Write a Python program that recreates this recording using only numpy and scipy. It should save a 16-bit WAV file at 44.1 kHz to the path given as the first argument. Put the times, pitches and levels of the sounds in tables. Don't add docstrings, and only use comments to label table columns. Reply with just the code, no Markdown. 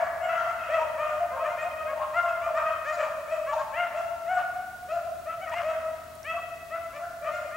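import sys
import numpy as np
from scipy import signal
from scipy.fft import rfft, irfft
from scipy.io import wavfile
from scipy.ndimage import uniform_filter1d

SR = 44100
rng = np.random.default_rng(int(sys.argv[2]) if len(sys.argv) > 2 else 0)


def store_wav(level_fs):
    pcm = np.round(np.clip(np.atleast_2d(level_fs), -1, 1) * 32767)
    wavfile.write(sys.argv[1], SR, pcm.T.astype(np.int16))


N = 333396

# start in seconds, scoop in seconds, hold in seconds, top pitch in Hz,
# end pitch in Hz, then levels in dB of the first, second, third and fourth partial and of the treble partials,
# roughness from 0 to 1, and how far the hound faces the microphone in dB (for the straight sound only).
CRIES = [(-.3, 0.039, 0.068, 652.7, 654, -21, -39, -36, -50, -85, 0.38, 0),
         (-.12, .045, 0.098, 545.6, 533, -54, -41, -40, -48, -85, 0.49, -4),
         (0, 0.015, 0.1026, 694, 613.4, -29.5, -41.5, -58, -59, -68, 0.26, -4),
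         (.2, 0.036, .15, 714.5, 679, -34, -39.5, -47, -50, -82, 0.19, -5.5),
         (.28, .02, .1, 659.6, 663, -34.5, -34.5, -40, -44, -72, 0.17, -4.5),
         (.36, 0.0267, 0.083, 465, 407, -61, -47.5, -33, -46, -71, 0.26, -8),
         (.45, .05, 0.062, 678, 710.6, -33.5, -41, -44, -68, -71, 0.18, -5),
         (.58, .013, 0.17, 644.3, 690, -36.5, -42, -46.5, -45, -74.5, 0.24, -9.5),
         (.68, 0.0637, 0.072, 647, 641.3, -26, -36, -39, -44, -69, 0.2, -3),
         (.75, 0.0091, 0.12, 633.1, 640, -29, -35.5, -48.5, -50, -74, 0.16, -9.5),
         (.78, 0.039, 0.022, 479, 478, -50.5, -31.5, -58, -47, -71, 0.11, -3.5),
         (.97, 0.046, .06, 611, 628, -33, -34, -42.5, -44.5, -73, 0.12, -3),
         (1.03, 0.034, 0.069, 691, 710, -33, -42, -53, -52, -68.5, 0.28, -12),
         (1.17, .048, 0.031, 682.2, 715, -31.5, -60, -56, -70, -88, 0.3, -1),
         (1.3, 0.043, 0.041, 530, 534, -44.5, -38, -46, -54, -85, 0.13, -4.5),
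         (1.36, .015, 0.034, 467, 424, -58, -40.5, -48, -66, -87, 0.1, -3),
         (1.38, 0.0387, 0.08, 646, 600, -31, -36, -52, -47, -83, 0, -5),
         (1.43, 0.044, 0.03, 609.3, 614, -35.5, -37, -41.5, -48, -74, 0.21, -0.9),
         (1.48, 0.03185, 0.043, 699, 704, -38.5, -43, -48, -62, -76, 0.16, -1),
         (1.57, 0.034, 0.083, 626, 623, -36, -37.5, -40.5, -42.5, -72.5, .12, -4),
         (1.63, 0.037, 0.027, 707.5, 746, -34, -57, -65, -69.5, -84, 0.09, 0),
         (1.77, 0.016, 0.12, 629.4, 619, -34.5, -42.5, -52, -51, -80, .11, -3.5),
         (1.86, 0.042, 0.0498, 555, 543.8, -48, -41, -45, -49, -81, 0.12, -0.5),
         (1.91, 0.011, 0.14, 621.2, 622, -35.5, -64.5, -64, -71, -87, 0.23, .6),
         (1.95, .035, 0.055, 472, 470, -66, -42.5, -58, -59, -87.5, 0.28, -1.5),
         (2.0, 0.018, 0.0404, 544, 535, -63, -35, -51, -63.5, -85, 0.13, -1),
         (2.13, .053, 0.033, 701.5, 696, -32, -31.5, -41.5, -51.5, -72.5, 0.08, 1),
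         (2.2, 0.034, 0.072, 528, 542, -76.5, -40, -62, -64, -74, .14, -2.5),
         (2.23, 0.015, 0.089, 684.6, 634.5, -35, -40.5, -58, -62, -79, 0.15, 1),
         (2.28, 0.0095, 0.083, 654, 646, -37, -41.5, -70, -46, -72, 0.15, -4.5),
         (2.41, 0.036, 0.077, 597, 604.2, -44, -38.5, -49, -46.5, -72.5, 0.22, -4.5),
         (2.46, 0.012, 0.056, 668, 613, -23, -46, -48, -62, -73, 0.18, -9),
         (2.54, 0.036, 0.042, 620.4, 636, -37, -34, -41.5, -48, -71, 0.23, -2),
         (2.6, 0.011, 0.059, 470.6, 460, -70, -46, -51.5, -55.5, -76, .45, -7),
         (2.65, .015, 0.11, 633, 624, -38, -37.5, -47, -48, -76, 0.16, -1),
         (2.84, 0.059, .05, 617, 605, -38.5, -40.5, -39.5, -48.5, -71, .09, 1.5),
         (2.92, 0.012, 0.12, 695.6, 658, -38, -41.5, -53, -78, -61.5, 0.14, -2.5),
         (2.97, .035, 0.089, 627, 618, -32, -43, -60, -51, -70, 0.26, -1.2),
         (2.98, 0.0286, 0.0583, 579.4, 638, -36, -43, -41.5, -45, -72, 0.4, -4),
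         (3.03, 0.022, 0.043, 474.6, 461, -80, -39, -46.5, -62, -71, 0.2, -2),
         (3.1, 0.015, 0.054, 653, 590, -39, -47, -65, -75, -81, 0.31, -.6),
         (3.27, 0.061, 0.058, 649.7, 612, -29.5, -42, -50.5, -49.5, -73, 0.19, -3.5),
         (3.46, 0.042, 0.044, 574.3, 590, -47.5, -35.5, -43.5, -49.5, -72, 0.08, -0.7),
         (3.52, .013, 0.034, 455, 437, -74, -36, -47, -54, -70, 0.27, -3),
         (3.55, 0.037, 0.038, 627, 584, -31.5, -49, -64, -61, -78, 0.14, -0.5),
         (3.57, .041, 0.019, 543, 534.5, -74, -38, -47, -65, -73.5, 0.1, 2),
         (3.72, 0.089, 0.089, 705.6, 637.5, -33.5, -36.5, -39.5, -46, -77, .15, 0),
         (3.9, .055, 0.073, 628, 630, -45, -51.5, -50.5, -57.5, -83, 0.35, .3),
         (3.94, .044, 0.033, 677.8, 686, -29.5, -42.5, -65, -53, -72, 0.18, -2.5),
         (4.25, 0.072, 0.042, 741, 714, -31, -37.5, -47.5, -58, -76, 0.09, -0.5),
         (4.36, 0.016, .054, 607, 622, -49, -44.5, -51, -72, -73, 0.29, -1.5),
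         (4.36, 0.011, 0.062, 720.6, 741, -28.5, -34.5, -56, -62, -80, 0.06, -1.5),
         (4.87, 0.074, 0.068, 689.8, 699, -35.5, -44, -60, -60, -72, 0.16, -2),
         (4.88, 0.037, 0.013, 646.6, 685, -32.5, -42.5, -54, -50, -84, 0.02, -1),
         (5.02, .015, 0.099, 665.5, 654, -35, -74, -80, -71, -87, 0.08, -5),
         (5.25, .055, 0.055, 665.2, 664, -33, -35.5, -50.5, -53.5, -86.5, 0.05, -3),
         (5.41, 0.02116, .062, 756, 496, -41, -51, -47, -56, -84, 0.08, -1),
         (5.46, .02, 0.033, 633, 683, -39, -43.5, -48, -56, -78.5, 0.16, 0),
         (5.51, 0.0257, 0.019, 474, 470, -74, -39, -54, -44, -80, 0.37, -3.5),
         (5.56, 0.031, 0.0912, 420, 393.5, -77, -76, -41.5, -44.5, -73, 0.36, -2),
         (5.505, 0.08, 0.0539, 702.4, 647, -34.5, -45, -40.5, -47, -70, 0.24, -1.7),
         (5.62, 0.048, 0.11, 639, 635, -32.5, -42.5, -49, -51.5, -74, .2, -0.5),
         (6.235, 0.071, .058, 657.2, 624.5, -44, -41.5, -42.5, -43.5, -75, 0.1, .6),
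         (6.33, 0.013, .078, 686, 622, -34, -45.5, -64, -66, -90, 0.18, -3.5),
         (6.36, 0.0245, 0.0178, 578, 590, -73, -41, -70, -69, -81, 0.06, 0),
         (6.7, 0.0426, 0.04, 662.7, 667, -33.5, -37.5, -41.5, -51.5, -87, 0.11, -3.5),
         (6.92, 0.045, 0.068, 596, 575, -47, -51, -55, -54.5, -78, 0.2, 0),
         (6.97, .059, .022, 685, 710, -35, -46, -72, -72, -75.5, 0.25, -5),
         (7.21, 0.058, 0.025, 653.4, 634, -31, -41.5, -48.5, -52.5, -83.5, 0.2, -6),
         (7.24, 0.044, 0.035, 609.1, 624, -42, -39.5, -50.5, -50.5, -76, 0.1, 0.5),
         (7.29, .055, .108, 704, 691, -44, -44, -50.5, -61.5, -70.5, 0.12, -2),
         (7.4, 0.015, 0.082, 619, 585, -41, -65, -63, -71, -83, 0.32, .6),
         (7.5, 0.067, .062, 638, 611, -48.5, -42.5, -48, -53, -81, 0.08, -1)]
# start in seconds, peak level in dB, lower edge of the sound in Hz (roughly).
CASING_TICKS = [(0.0693, -49, 4020), (5.4954, -43, 6300), (6.1527, -40.5, 8800), (6.2307, -40, 5010),
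                (6.2464, -44, 8070)]
# frequency in Hz, relative level in dB per Hz.
HISS_SPECTRUM = [(20, -12), (30, -4), (50, -1), (120, 0), (200, -6), (450, -9), (2000, -14.5), (6000, -18),
                 (11000, -19.5), (15500, -20.5)]
# frequency in Hz, side level minus mid level in dB.
HISS_WIDTH = [(30, -19.5), (70, -19), (120, -11.5), (250, 0), (1000, -0.5), (4400, -4.5), (8000, -4.5),
              (15000, -10.5)]
# time in seconds, level in dB.
HUM_LEVELS = [(0.0, -60), (0.27, -64.5), (1.37, -56.5), (1.54, -74), (1.81, -60), (3.39, -67), (6.15, -58),
              (6.23, -62.5), (7.56, -63)]
# frequency in Hz, level in dB.
THIN_WHINES = [(6971, -82), (9421, -84), (10160, -88)]
# start in seconds, length in seconds, start pitch in Hz, end pitch in Hz, level in dB.
BIRD_CHIPS = [(0.21, .09, 7500, 7350, -61), (1.612, 0.035, 7170, 7900, -57),
              (2.964, .032, 8280, 7320, -61.5), (4.337, 0.034, 7440, 7900, -58)]

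SCOOP_PER_S = 3.4
THROAT_SLOPE_DB = 21.5
SECOND_SLOPE_DB = 40
CLOSING_DB = -15.5
SWELL_DB = -9
MOUTH_DB = -12
MOUTH_EDGE_HZ, TREBLE_HZ, TREBLE_TOP_HZ = 3170, 3630, 7926
RASP_DB, RASP_LOW_HZ, RASP_HIGH_HZ = -17.5, 830, 2890

WOOD_T60_S, WOOD_TREBLE_T60_S, WOOD_SPLIT_HZ, WOOD_BUILD_S = 1.865, 1, 2160, 0.0027
DIRECT_DB, SCATTER_DB, SCATTER_TREBLE_DB = 5, -.5, 1.5
SCATTER_SIDE_DB, SCATTER_SIDE_HZ = -2.5, 1710
PACK_PAN_DB, SCATTER_PAN_DB = 3.3, 1.5
STIR, STIR_HZ = 0.7, 40
GROUND_HZ = 444
LEAD_S = .4

FLOOR_DB = -53.5
HUM_HZ, HUM_THIRD_DB, HUM_WAVER = 80.6, -10.5, 0.00762
LINE_HZ, LINE_DB = 15734.3, -70.5
FIELD_HZ, FIELD_BUZZ = 59.94, .3
TOP_HZ = 15790


def undb(db):
    return 10 ** (np.asarray(db) / 20)


def unit(x):
    return x / np.sqrt(np.mean(x ** 2))


def band(x, lo_hz, hi_hz, order=2):
    sos = signal.butter(order, [lo_hz, hi_hz], "band", fs=SR, output="sos")
    return signal.sosfilt(sos, x)


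def highpass(x, hz, order):
    return signal.sosfilt(signal.butter(order, hz, "high", fs=SR, output="sos"), x)


def wander(size, hz):
    width = max(int(SR / hz / 1.525), 1)
    x = rng.standard_normal(size + 4 * width)
    for _ in range(4):
        x = uniform_filter1d(x, width)
    return unit(x[2 * width:-2 * width])


def shaped(points):
    point_hz, point_db = np.transpose(points)
    hz = np.maximum(np.arange(N // 2 + 1) * SR / N, 1)
    return undb(np.interp(np.log(hz), np.log(point_hz), point_db))


def left_right(pan_db):
    return undb(np.array([[.5], [-.5]]) * pan_db)


def bay(scoop, hold, start_hz, top_hz, end_hz, first_db, second_db, third_db, fourth_db,
        mouth_db, treble_db, rasp_db, rough):
    scoop, hold, rough = max(scoop, .012), max(hold, .015), np.clip(rough, 0, 1)
    t = np.arange(int((scoop + hold) * SR)) / SR
    before = np.clip(1 - t / scoop, 0, 1)
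    after = np.clip((t - scoop) / hold, 0, 1)
    hz = top_hz + (start_hz - top_hz) * before ** 2 + (end_hz - top_hz) * after ** 2
    octaves_under = np.log2(np.minimum(hz / top_hz, 1))
    rough = rough * (.5 + 1.5 * after)
    hz = hz * (1 + (0.0029 + 0.07 * rough) * wander(len(t), 183))
    phase = 2 * np.pi * np.cumsum(hz) / SR

    upper = undb(third_db) * np.sin(3 * phase) + undb(fourth_db) * np.sin(4 * phase + 1)
    edges_hz = [MOUTH_EDGE_HZ, TREBLE_HZ, TREBLE_TOP_HZ, TREBLE_TOP_HZ + 800]
    edges_db = [mouth_db, treble_db, treble_db, treble_db - 40]
    for k in range(5, 16):
        db = np.interp(k * hz, edges_hz, edges_db)
        flicker_db = 1.8 * (k - 4) ** 0.23 * wander(len(t), 38)
        upper += undb(db + flicker_db) * np.sin(k * phase + k * k)
    second = undb(second_db + SECOND_SLOPE_DB * octaves_under) * np.sin(2 * phase)
    overtones = second + undb(CLOSING_DB * after) * upper
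    overtones *= 1 + 2.4 * rough * np.sin(phase / 2) + 3.34 * rough * wander(len(t), 357)
    first = undb(first_db + THROAT_SLOPE_DB * octaves_under) * np.sin(phase)
    first *= 1 + 1.25 * rough * wander(len(t), 106.6)

    puffs = rng.standard_normal(len(t)) * (1 + np.sin(phase))
    rasp = undb(rasp_db) * unit(band(puffs, RASP_LOW_HZ, RASP_HIGH_HZ, order=4))
    rasp *= 0.6 + 1.7 * after
    onset = np.minimum(t / (0.25 * scoop), 1)
    fade = np.cos(after * np.pi / 2) ** 0.79
    effort = onset * undb(SWELL_DB * before) * fade
    return (np.sqrt(2) * (first + overtones) + rasp) * effort


def cry(scoop, hold, top_hz, end_hz, first_db, second_db, third_db, fourth_db, treble_db, rough):
    start_hz = top_hz * (1 - SCOOP_PER_S * scoop)
    mouth_db, rasp_db = fourth_db + MOUTH_DB, second_db + RASP_DB
    return bay(scoop, hold, start_hz, top_hz, end_hz, first_db, second_db, third_db, fourth_db,
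               mouth_db, treble_db, rasp_db, rough)


def trunks():
    t = np.arange(int(1.6 * SR)) / SR
    low, high = rng.standard_normal((2, 2, len(t)))
    split = signal.butter(1, WOOD_SPLIT_HZ, fs=SR, output="sos")
    tail = signal.sosfilt(split, low) * undb(-60 * t / WOOD_T60_S)
    treble = high - signal.sosfilt(split, high)
    tail += treble * undb(SCATTER_TREBLE_DB - 60 * t / WOOD_TREBLE_T60_S)
    build = 1 - np.exp(-t / WOOD_BUILD_S)
    mid, side = tail * build * undb(SCATTER_DB) / np.sqrt(.08 * SR)
    side = undb(SCATTER_SIDE_DB) * highpass(side, SCATTER_SIDE_HZ, order=1)
    return np.array([mid + side, mid - side]) * left_right(SCATTER_PAN_DB)


def pack(count=6):
    lead = int(LEAD_S * SR)
    direct = np.zeros(N + lead + SR)
    spots = np.zeros((count, N + lead + SR))
    for k, (start, *voice, facing_db) in enumerate(CRIES):
        call = cry(*voice)
        i = int(start * SR) + lead
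        direct[i:i + len(call)] += undb(facing_db) * call
        shimmer = 1 + STIR * wander(len(call), STIR_HZ)
        spots[k % count, i:i + len(call)] += call * shimmer
    scatter = sum(signal.fftconvolve(spot[None], trunks(), axes=1) for spot in spots)
    straight = undb(DIRECT_DB) * left_right(PACK_PAN_DB) * direct[:lead + N]
    heard = straight + scatter[:, :lead + N]
    return highpass(heard, GROUND_HZ, order=4)[:, lead:]


def hiss():
    mid, side = rfft(rng.standard_normal((2, N))) * shaped(HISS_SPECTRUM)
    mid, side = irfft(mid, N), irfft(side * shaped(HISS_WIDTH), N)
    return undb(FLOOR_DB) * np.array([mid + side, mid - side]) / np.std(mid)


def camcorder():
    t = np.arange(N) / SR
    motor_hz = HUM_HZ * (1 + HUM_WAVER * wander(N, 6.75))
    turn = 2 * np.pi * np.cumsum(motor_hz) / SR
    hum = np.sin(turn) + undb(HUM_THIRD_DB) * np.sin(3 * turn)
    hum *= undb(np.interp(t, *np.transpose(HUM_LEVELS)))
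    whines = np.zeros(N)
    for hz, db in THIN_WHINES:
        drifting_hz = hz + 9 * wander(N, 8.06)
        whines += undb(db) * np.sin(2 * np.pi * np.cumsum(drifting_hz) / SR)
    blanking = (t * FIELD_HZ) % 1 < .08
    whistle = undb(LINE_DB) * (1 - FIELD_BUZZ * blanking) * np.sin(2 * np.pi * LINE_HZ * t)
    return np.sqrt(2) * (hum + whines + whistle)


def ticks():
    out, t = np.zeros(N), np.arange(300) / SR
    for start, peak_db, hz in CASING_TICKS:
        burst = rng.standard_normal(len(t)) * np.exp(-t / 0.00167)
        burst = band(burst, 1.05 * hz, min(1.165 * hz, 15500), order=1)
        i = int(start * SR)
        out[i:i + len(t)] += undb(peak_db) * burst / np.abs(burst).max()
    return out


def bird():
    out = np.zeros(N)
    for start, length, start_hz, end_hz, db in BIRD_CHIPS:
        size, i = int(length * SR), int(start * SR)
        phase = 2 * np.pi * np.cumsum(np.linspace(start_hz, end_hz, size)) / SR
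        swell = np.sqrt(2 * np.hanning(size))
        out[i:i + size] += undb(db) * swell * np.sin(phase)
    return out


def scene():
    return pack() + hiss() + camcorder() + ticks() + bird()


def record(dry):
    return signal.sosfilt(signal.ellip(12, .3, 70, TOP_HZ, fs=SR, output="sos"), dry)


dry = scene()
out = record(dry)
store_wav(out)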